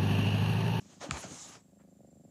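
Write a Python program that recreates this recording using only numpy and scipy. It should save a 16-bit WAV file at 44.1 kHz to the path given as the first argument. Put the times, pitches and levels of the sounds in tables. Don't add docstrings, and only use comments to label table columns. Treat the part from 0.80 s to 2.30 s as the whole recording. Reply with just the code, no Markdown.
import sys
import numpy as np
from scipy import signal
from scipy.io import wavfile

SR = 44100
rng = np.random.default_rng(int(sys.argv[2]) if len(sys.argv) > 2 else 0)


def store_pcm(level_fs):
    pcm = np.round(np.clip(level_fs, -1, 1) * 32767).astype(np.int16)
    wavfile.write(sys.argv[1], SR, np.atleast_2d(pcm).T)


def makeup_ratio(level_db):
    decades = np.asarray(level_db, float) / 20
    return 10 ** decades


N = 66150

# freq_hz, density_db
HISS_COLOUR = [(300, 9), (1000, 2.5), (3000, -3.5), (6000, -2.5), (7200, 4.5), (9000, -3.5), (15900, -7.5)]
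# time_s, friction_db, casing_weight_db, hair_speed_db
HAND_STROKE = [(0.0, -65.5, -5.5, -12), (0.08, -65, -6, -38), (0.13, -60.5, -6, -26),
               (0.196, -67.5, -5.5, -38), (0.214, -49, 1.5, -31), (0.235, -49.5, 5, -17.5),
               (0.283, -60, 4.5, -19), (0.307, -59.5, 6.5, -68), (0.315, -46.5, -1.5, -28),
               (0.364, -48.5, 3.5, -18), (0.41, -51, -3, -7), (0.44, -48, -1, -24), (0.468, -56, 0, -18),
               (0.506, -50.5, -5.5, -20.5), (0.62, -48.5, -10.5, -23), (0.7, -53.5, -6, -16),
               (0.76, -57, -1, -21), (0.83, -79.5, -4, -31)]
# freq_hz, density_db
FUR_COLOUR = [(300, -11.5), (700, 0.5), (1600, -6), (5000, -3.5), (6800, 1), (8500, -8), (11000, -23.5),
              (15500, -44.5)]
# first_beat_s, last_beat_s, period_s
PURR_PHRASES = [(0.017, 0.18, .0391), (0.212, 0.79, .0400), (0.8155, 0.9, .0390), (0.9318, 1.13, .0385),
                (1.1625, 1.17, .0390), (1.2045, 1.25, .0415), (1.2868, 1.5, .0405)]
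# level_db, lead_pulse_db, chest_db
PHRASE_LEVELS = [(-55, -11, 2.5), (-56.5, -16, 1), (-58, -3, 1.5), (-52, -5, -1.5), (-61, 4, 6.5),
                 (-46.5, -7, -5), (-51.5, -2, .5)]
# freq_hz, level_db, t60_s
THROAT_MODES = [(560, -2, 0.028), (670, -9.5, 0.03)]
# freq_hz, level_db, t60_s
CHEST_MODES = [(204, -1, 0.09), (245, -5.0, 0.057)]
# start_s, peak_db, pitch_hz, t60_s
SOFT_KNOCKS = [(0.227, -44, 470, 0.09), (0.240, -37, 560, 0.09), (0.264, -39.5, 303, 0.065),
               (0.29, -22.5, 207, 0.013), (0.307, -30.5, 140.3, .09), (0.309, -30, 70.8, 0.12),
               (0.342, -32.5, 880, .015), (0.369, -34, 877, 0.022), (0.440, -34, 647, .025),
               (0.448, -42, 195, 0.064)]
# start_s, peak_db
NAIL_TICKS = [
    (0.3097, -16.5),
    (0.370, -32),
    (0.753, -43),
    (1.017, -64),
]
# freq_hz, level_db, t60_s, lag_s
CASING_MODES = [(1270, -8.5, .012, 0.00137), (2460, -5.5, 0.0077, 0.00046), (3540, -5, 0.0025, 0.000033),
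                (4920, 0, 0.0014, 0.000069), (7000, -3.5, 0.0038, 0.00012), (1900, -5, 0.0046, 0.0011)]
# time_s, pitch_hz, level_db
WHISTLE_GLIDE = [(0.7, 7603, -100), (0.8, 7750, -78), (0.9, 7470, -86.5), (1.01, 7500, -78),
                 (1.05, 7450, -101), (1.1, 7310, -81), (1.5, 7400, -79.5)]


def rms_one(x):
    return x / np.sqrt(np.mean(x ** 2) + 1e-20)


def in_time(rows):
    time_s, *columns = np.transpose(rows)
    return [np.interp(np.arange(N) / SR, time_s, c) for c in columns]


def band(x, low_hz, high_hz, order=2):
    return signal.sosfilt(signal.butter(order, [low_hz, high_hz], "band", fs=SR, output="sos"), x)


def noise_band(low_hz, high_hz):
    return rms_one(band(rng.standard_normal(N), low_hz, high_hz))


def drift(rate_hz):
    r = np.exp(-20 * np.pi * rate_hz / SR)
    slow = signal.lfilter([1], [1, -2 * r, r * r], rng.standard_normal(N // 10 + 2002))[2000:]
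    return np.interp(np.arange(N) / 10, np.arange(len(slow)), rms_one(slow))


def ring(clicks, freq_hz, t60_s):
    r = makeup_ratio(-60 / (t60_s * SR))
    w = 2 * np.pi * freq_hz / SR
    return signal.lfilter([0, np.sin(w)], [1, -2 * r * np.cos(w), r * r], clicks + 1e-18)


def clicks_at(start_s, gain):
    out = np.zeros(N + SR)
    np.add.at(out, (np.asarray(start_s) * SR).astype(int), gain)
    return out[:N]


def coloured(sources, spectrum, change_db):
    freq_hz, density_db = np.transpose(spectrum)
    edges_hz = 280 * 2 ** np.arange(0, 6.1, 1 / 5)
    mids_hz = np.sqrt(edges_hz[1:] * edges_hz[:-1])
    level_db = np.interp(np.log(mids_hz), np.log(freq_hz), density_db)
    out = 0
    for k, mid_hz in enumerate(mids_hz):
        gain = makeup_ratio(level_db[k] + change_db(mid_hz))
        out = out + gain * band(sources[k % 2], edges_hz[k], edges_hz[k + 1])
    return out


def room():
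    hiss_db, hum_db, hum_lumps_db = -81, -71, 2
    hiss = coloured(rng.standard_normal((2, N)), HISS_COLOUR, lambda hz: 0.5 * drift(15))
    hum = noise_band(55, 150) * makeup_ratio(hum_db + hum_lumps_db * drift(30))
    return makeup_ratio(hiss_db) * hiss / band(hiss, 620, 5100).std() + hum


def fur():
    hairs_per_s, hair_spread_db, snap_share = 5400, 2, 0.19
    weight_rest_db, weight_below_hz, weight_octaves = -8, 5540, 1.58
    speed_rest_db, speed_above_hz, speed_octaves = -21, 8000, 0.26
    patchy_db, trim_db = 1.8, -3.01
    port_hz, port_width_hz, port_db = 7000, 900, -3
    rumble_db, rumble_per_weight, rumble_lumps_db = 1.5, 0.96, 5

    level_db, weight_db, speed_db = in_time(HAND_STROKE)
    after_s = np.clip(np.arange(N) / SR - HAND_STROKE[-1][0], 0, 1)
    level_db = level_db - 200 * after_s

    snap_db = hair_spread_db * np.minimum(rng.exponential(1, N), 5)
    snaps = (rng.random(N) < hairs_per_s / SR) * makeup_ratio(snap_db) * rng.choice([-1, 1], N)
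    hiss = rng.standard_normal((2, N))
    sources = np.sqrt(snap_share) * rms_one(snaps) + np.sqrt(1 - snap_share) * hiss
    together = drift(36)

    def stroke_db(hz):
        low = np.clip(np.log2(weight_below_hz / hz) / weight_octaves, 0, 1.2)
        high = np.clip(np.log2(hz / speed_above_hz) / speed_octaves, 0, 1.4)
        patches_db = patchy_db * (0.32 * together + drift(7.3))
        return low * (weight_db - weight_rest_db) + high * (speed_db - speed_rest_db) + patches_db

    plain = band(coloured(sources, FUR_COLOUR, lambda hz: 0), 3000, 9000)
    rustle = coloured(sources, FUR_COLOUR, stroke_db)
    port = band(rustle, port_hz - port_width_hz / 2, port_hz + port_width_hz / 2, order=1)
    rustle = rustle + makeup_ratio(port_db) * port
    lumps_db = rumble_lumps_db * drift(9.8)
    rumble = noise_band(89, 341) * makeup_ratio(rumble_db + rumble_per_weight * weight_db + lumps_db)
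    return makeup_ratio(level_db + trim_db) * (rustle / plain.std() + rumble)


def purr():
    lead_s, lead_growth, usual_period_s = 0.0113, 0.9, 0.039
    jitter_s, spread_db = 0.0004, 1.37
    chest_lag_s, chest_lead_db, breath_db = 0.003094, -0.56, -17

    beats = []
    for (first_s, last_s, period_s), levels in zip(PURR_PHRASES, PHRASE_LEVELS):
        gap_s = lead_s + lead_growth * (period_s - usual_period_s)
        beats += [(s, gap_s, *levels) for s in np.arange(first_s, last_s, period_s)]
    main_s, gap_s, level_db, lead_db, chest_db = np.array(beats).T

    pulse_s = np.r_[main_s, main_s - gap_s]
    pulse_s = pulse_s + jitter_s * rng.standard_normal(len(pulse_s))
    pulse_db = np.r_[level_db, level_db] + spread_db * rng.standard_normal(len(pulse_s))
    quick = clicks_at(pulse_s, -makeup_ratio(pulse_db + np.r_[0 * level_db, lead_db]))
    slow_db = pulse_db + np.r_[chest_db, chest_db + chest_lead_db]
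    slow = clicks_at(pulse_s + chest_lag_s, makeup_ratio(slow_db))

    flutter = ring(slow, 18, 0.03) * rng.standard_normal(N) * makeup_ratio(breath_db - 21.5)
    throat = sum(makeup_ratio(db) * ring(quick + flutter, hz, t60_s) for hz, db, t60_s in THROAT_MODES)
    chest = sum(makeup_ratio(db) * ring(slow + flutter, hz, t60_s) for hz, db, t60_s in CHEST_MODES)
    return band(throat + chest, 101, 763, order=4)


def casing():
    soft = np.zeros(N)
    for start_s, peak_db, pitch_hz, t60_s in SOFT_KNOCKS:
        knock = ring(clicks_at([start_s], makeup_ratio(peak_db)), pitch_hz, t60_s)
        soft += band(knock, pitch_hz * 0.67, pitch_hz * 1.6, order=1)
    tick_s, tick_db = np.transpose(NAIL_TICKS)
    bright = np.zeros(N)
    for k, (freq_hz, level_db, t60_s, lag_s) in enumerate(CASING_MODES):
        sign = (-1) ** k
        bright += sign * makeup_ratio(level_db) * ring(clicks_at(tick_s + lag_s, makeup_ratio(tick_db)), freq_hz, t60_s)
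    return soft + band(bright, 800, 9000, order=3)


def whistle():
    throb_hz, throb_start_s, throb_db, sag_hz = 29.9, 0.011, 8, 45
    width_hz, pure_share = 120, 1.2
    pitch_hz, level_db = in_time(WHISTLE_GLIDE)
    beat = 2 * np.pi * throb_hz * (np.arange(N) / SR - throb_start_s) + 0.2 * drift(4)
    phase = 2 * np.pi * np.cumsum(pitch_hz - sag_hz * np.sin(beat)) / SR
    throb = np.clip(2.5 * np.cos(beat) + 1.2, -1.2, 0.3)
    tone = (pure_share + drift(width_hz)) * np.cos(phase) + drift(width_hz) * np.sin(phase)
    return makeup_ratio(level_db + throb_db * throb) * tone


def brush():
    start_s, level_db, rise_s, fall_s = 1.002, -68, 0.009, 0.022
    t = np.arange(N) / SR - start_s
    shape = np.exp(np.where(t < 0, t / rise_s, -t / fall_s))
    return makeup_ratio(level_db) * shape * noise_band(596, 1810)


def scene():
    return (room() + fur() + purr() + casing() + whistle() + brush())[None]


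def roll_off(x):
    return signal.sosfilt(signal.butter(12, 15980, fs=SR, output="sos"), x)


def record(dry):
    low_cut_hz, top_cut_hz = 61, 16650
    x = signal.sosfilt(signal.butter(7, low_cut_hz, "high", fs=SR, output="sos"), dry)
    x = signal.sosfilt(signal.cheby2(12, 70, top_cut_hz, fs=SR, output="sos"), x)
    return roll_off(x)


dry = scene()
out = record(dry)
store_pcm(out)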